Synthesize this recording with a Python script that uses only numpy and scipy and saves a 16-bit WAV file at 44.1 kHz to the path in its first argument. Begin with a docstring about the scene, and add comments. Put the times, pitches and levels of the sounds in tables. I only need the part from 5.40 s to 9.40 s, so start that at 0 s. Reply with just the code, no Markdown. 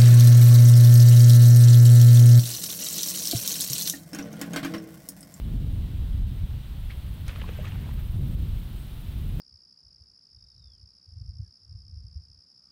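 """Wind buffets the microphone over a steady outdoor hiss, and insects trill very high in the grass.
Then a frog kicks off from a wet bank and smacks into a muddy pond. For under a second the water
slaps against itself, throws spray, gulps as trapped air bubbles ring, and churns with tiny drops.
A limiter dips everything slightly under the strongest buffets."""
import sys
import numpy as np
from scipy import signal
from scipy.fft import rfft, irfft
from scipy.io import wavfile
from scipy.ndimage import uniform_filter1d

SR = 44100
rng = np.random.default_rng(int(sys.argv[2]) if len(sys.argv) > 2 else 0)


def store_wav(level_fs):
    """Save 16-bit WAV to argv[1]."""
    pcm = np.round(np.clip(np.atleast_2d(level_fs), -1, 1) * 32767)
    wavfile.write(sys.argv[1], SR, pcm.T.astype(np.int16))


N = 176400
T = np.arange(N) / SR


# Smacks of water on water (time [s], peak level [dB], treble limit [Hz])
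WATER_SLAPS = [(1.881, -27, 12500), (1.960, -31, 3200), (2.016, -29.5, 3000), (2.019, -34, 2620),
               (2.091, -32, 2800), (2.269, -43, 3200), (2.321, -35, 3000), (2.357, -40, 2200),
               (2.492, -42, 1600)]

def slap(db, treble_hz):
    """Water hits water: a sharp jolt of pressure, then a short wet tail."""
    pulse_s, tail_s, low_hz = 0.000046, 0.0034, 500
    t = T[:SR // 20]
    pulse = (1 - t / pulse_s) * np.exp(-t / pulse_s)
    crack = band(pulse, low_hz, treble_hz)
    tail = unit(band(rng.standard_normal(len(t)), low_hz, treble_hz)) * np.exp(-t / tail_s)
    return amp(db) * (crack / abs(crack).max() + amp(-14) * tail)


# Large bubbles (time [s], starting pitch [Hz], peak level [dB], fade time [cycles])
BIG_BUBBLES = [(1.498, 1750, -44, 4), (1.505, 2030, -36.5, 5), (1.877, 750, -45, 1.8), (1.892, 523, -50, 4),
               (1.931, 1890, -46, 5), (1.96, 1270, -43.5, 6.2), (1.984, 610, -44, 2.9),
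               (1.998, 1870, -48, 7), (2.018, 2800, -42, 9.9), (2.016, 450, -43, 1.9),
               (2.04, 975, -36.5, 3.7), (2.091, 455, -34, 1.6), (2.189, 557, -32.5, 1.9),
               (2.197, 546, -41, 3), (2.211, 2800, -52, 10), (2.246, 1114, -40.5, 4.3),
               (2.268, 2250, -42, 7.2), (2.273, 1710, -40, 5.4), (2.319, 2900, -44.5, 10),
               (2.356, 1390, -41.5, 3.7), (2.466, 626, -45, 4), (2.491, 910, -41, 3)]

def bubble(hz, fade_cycles):
    """A pocket of trapped air rings: its note swells, climbs and fades."""
    swell_cycles, rise_per_cycle = 0.7, 0.017
    cycles = np.arange(int(6 * fade_cycles * SR / hz) + 2) * hz / SR
    loudness = (1 - np.exp(-(cycles / swell_cycles) ** 2)) * np.exp(-cycles / fade_cycles)
    note = np.sin(2 * np.pi * cycles * (1 + rise_per_cycle * cycles / 2))
    return loudness / loudness.max() * note


# Spray as the frog leaves the bank, hits the water and thrashes
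# (time [s], level [dB], rise time [s], fade time [s], treble limit [Hz])
SPRAY_BURSTS = [(1.495, -49, 0.018, .016, 3770), (1.863, -51, .003, .015, 5000),
                (1.879, -51, .002, .0045, 12500), (1.880, -46.5, .004, 0.024, 3930),
                (2.133, -54, .003, .005, 6000), (2.262, -53, .007, 0.022, 3500),
                (2.277, -54, .003, .006, 8000)]

def spray(db, rise_s, fade_s, treble_hz):
    """A sheet of water tears into fine droplets, making a quick burst of grainy noise."""
    t = T[:SR // 4]
    droplets = unit(band(rng.laplace(size=len(t)), low_hz=1220, high_hz=treble_hz))
    loudness = np.minimum(t / rise_s, 1) * np.exp(-np.maximum(t - rise_s, 0) / fade_s)
    return amp(db) * droplets * loudness


# How strongly the water is stirred (time [s], level [dB])
CHURN_LEVELS = [(1.87, -68), (1.89, -49), (1.925, -52.5), (1.95, -56.5), (2.015, -54), (2.055, -57.5),
                (2.088, -50), (2.115, -56), (2.175, -54), (2.228, -53.5), (2.255, -48.5), (2.28, -51),
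                (2.305, -56.5), (2.38, -57.5), (2.51, -57.5), (2.545, -67), (2.6, -57.5), (2.64, -80)]
# The tone of stirred water, low to high (frequency [Hz], relative level [dB])
WATER_TONE = [(200, -26), (400, 0.5), (620, -3.5), (850, -3.5), (1300, -3.5), (2000, -3), (2900, -3.5),
              (3800, -10), (5000, -17.5), (8000, -19.5), (15000, -38)]

def churn():
    """Stirred water: many small drops each ring like a tiny bubble, over fizzing foam."""
    drops_per_s, spread_db = 1500, 3.5
    pitches = np.geomspace(350, 6000, 32)
    drops = np.zeros(N)
    for hz in pitches:
        strength = amp(spread_db * np.minimum(rng.exponential(1, N), 2.8))
        lands = rng.random(N) < drops_per_s / len(pitches) / SR
        # start one ring wherever a drop lands
        drops += signal.oaconvolve(strength * lands, hz * bubble(hz, fade_cycles=3.0))[:N]
    foam = noise(WATER_TONE)
    stirring = amp(np.interp(T, *np.transpose(CHURN_LEVELS), left=-120, right=-120))
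    return stirring * (amp(-2) * colour(drops, WATER_TONE) + amp(-1) * foam)


def bank_echo(sound):
    """Sound bounces off the banks and trees as a short, soft-edged echo."""
    delay_s, fade_s = 0.006, 0.33
    t = T[:SR // 2]
    tail = rng.standard_normal(len(t)) * amp(-60 * t / fade_s) * (t > delay_s)
    return signal.fftconvolve(sound, band(tail / np.linalg.norm(tail), 250, 4600))[:N]


# Gusts, before wind() adds its boosts (time [s], buffet level [dB], flutter level [dB])
GUSTS = [(0.0, -33.5, -44.5), (0.14, -27, -35), (0.5, -30, -40), (0.87, -24, -41.5), (0.97, -37, -37.5),
         (1.0, -30.5, -58), (1.04, -23.5, -38), (1.07, -38, -47), (1.14, -27, -43), (1.24, -40.5, -46),
         (1.39, -31, -47.5), (1.48, -34, -49), (2.47, -34, -38.5), (2.65, -28, -45), (2.67, -37, -37),
         (2.7, -29.5, -54), (2.77, -27.5, -31), (3.17, -28.5, -42.5), (3.23, -35, -43.5),
         (3.62, -38, -46.5), (3.83, -30, -37), (3.89, -30.5, -42), (3.97, -30.5, -35.5),
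         (4.0, -29.5, -35.5)]
# The tones of the deep buffet and the lighter flutter (frequency [Hz], relative level [dB])
BUFFET_TONE = [(10, -27), (22, -6.5), (38, 1), (70, -1.5), (100, -6.5), (140, -15.5), (220, -28.5),
               (500, -80.5)]
FLUTTER_TONE = [(50, -30), (100, 1.5), (140, 0.5), (190, -6.5), (250, -13), (330, -19.5), (450, -29.5),
                (700, -36), (1500, -61.5)]

def wind():
    """Gusts push on the microphone, making a deep rumble with a lighter flutter above it."""
    buffet_boost_db, flutter_boost_db = 1, 2.5
    times, buffet_db, flutter_db = np.transpose(GUSTS)
    buffet = steadied(noise(BUFFET_TONE), span_s=0.25) * amp(np.interp(T, times, buffet_db))
    flutter = steadied(noise(FLUTTER_TONE), span_s=0.18) * amp(np.interp(T, times, flutter_db))
    return amp(buffet_boost_db) * buffet + amp(flutter_boost_db) * flutter


# Insect calls (first pulse [s], end [s], pulse rate [per s], pitch [Hz],
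# spread either side of the pitch [Hz], level [dB], sharpness [higher is shorter pulses])
INSECT_TRILLS = [(1.743, 2.73, 16.3, 13800, 700, -61, 3.3), (2.5, 4.0, 28.85, 14100, 750, -62.5, 1.4),
                 (1.405, 3, 17.6, 10500, 860, -67.5, 2.5), (3.2, 4.0, 36, 10700, 550, -68.5, .6),
                 (0.068, 0.6, 3.5, 9100, 340, -71, 9.2), (2.92, 3.6, 4.1, 8300, 230, -69.5, 8)]

def trill(first_s, end_s, rate, hz, spread_hz, db, sharpness):
    """An insect makes a thin, high rasp in regular pulses of uneven strength."""
    frequencies = np.fft.rfftfreq(N, 1 / SR)
    narrow_band = np.exp(-0.25 * ((frequencies - hz) / spread_hz) ** 2)
    rasp = unit(irfft(rfft(rng.standard_normal(N)) * narrow_band, N))
    pulse_count = (T - first_s) * rate
    pulses = abs(np.cos(np.pi * pulse_count)) ** sharpness
    uneven_db = 2 * rng.standard_normal(400)[np.round(pulse_count).astype(int)]
    calling = (pulse_count > -0.5) & (T < end_s)
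    return amp(db + uneven_db) * rasp * pulses * calling


# The tone of the outdoor hiss (frequency [Hz], relative level [dB])
HISS_TONE = [(100, -6), (350, 4.5), (600, 2.5), (1000, 0.5), (1700, -2), (2400, -2), (3000, 1.5),
             (3800, 0.5), (4900, -8.5), (6500, -14.5), (7700, -13.5), (8400, -9), (9600, -12.5),
             (11500, -12), (13000, -8), (14400, -7), (16000, -9)]
# Its slow drift (time [s], level change [dB])
HISS_DRIFT = [(0, -1.1), (1.1, -0.6), (1.6, 0.22), (2.7, 0.049), (3.3, .5), (4, 0.76)]

def hiss(db):
    """A smooth, distant hiss drifts a little in level."""
    drift_db = np.interp(T, *np.transpose(HISS_DRIFT))
    return amp(db + drift_db) * noise(HISS_TONE)


def amp(db):
    """Turns decibels into a number to multiply a sound by."""
    return 10 ** (np.asarray(db) / 20)


def unit(sound):
    """Scales a sound to an average (rms) strength of one."""
    return sound / np.sqrt(np.mean(sound ** 2) + 1e-20)


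def add(mix, start_s, sound):
    """Mixes a sound in at the given time."""
    part = mix[round(start_s * SR):][:len(sound)]
    part += sound[:len(part)]


def colour(sound, tone):
    """Shapes a sound's lows and highs with a tone table, at a strength of one."""
    hz, db = np.transpose(tone)
    frequencies = np.fft.rfftfreq(N, 1 / SR)
    gains = amp(np.interp(np.log(frequencies + 1), np.log(hz), db))
    return unit(irfft(rfft(sound) * gains, N))


def band(sound, low_hz, high_hz):
    """Keeps what lies between two frequencies, cutting the highs more steeply."""
    high_pass = signal.butter(2, low_hz, "high", fs=SR, output="sos")
    low_pass = signal.butter(4, min(high_hz, SR * 0.45), fs=SR, output="sos")
    return signal.sosfilt(np.vstack([high_pass, low_pass]), sound)


def noise(tone):
    """Random noise shaped by a tone table."""
    return colour(rng.standard_normal(N), tone)


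def steadied(sound, span_s):
    """Evens out the slow chance swells of a noise."""
    return sound / np.sqrt(uniform_filter1d(sound ** 2, round(span_s * SR)) + 1e-9)


def scene():
    """The frog's splash and its faint echo, amid wind, hiss and insects."""
    air = wind() + hiss(db=-54) + sum(trill(*row) for row in INSECT_TRILLS)
    water = churn()
    for start_s, *row in SPRAY_BURSTS:
        add(water, start_s, spray(*row))
    for start_s, *row in WATER_SLAPS:
        add(water, start_s, slap(*row))
    for start_s, hz, db, fade_cycles in BIG_BUBBLES:
        add(water, start_s, amp(db) * bubble(hz, fade_cycles))
    return (air + water + amp(-12.5) * bank_echo(water))[None]


def record(dry):
    """A limiter briefly turns down the loudest moments, then the very highest treble is cut."""
    limit_db, ratio, recover_db_per_s, treble_hz = -20, 10, 133, 15850
    level_db = 20 * np.log10(abs(dry[0]) + 1e-9)
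    fall_db = T * recover_db_per_s
    peak_db = np.maximum.accumulate(level_db + fall_db) - fall_db  # jumps up, then sinks steadily
    excess_db = np.maximum(peak_db - limit_db, 0)
    dip_db = uniform_filter1d(excess_db, size=90) * (1 - 1 / ratio)
    treble_cut = signal.firwin(511, treble_hz, window=("kaiser", 9), fs=SR)
    return signal.oaconvolve(dry * amp(-dip_db), treble_cut[None], "same")


dry = scene()
out = record(dry)
store_wav(out)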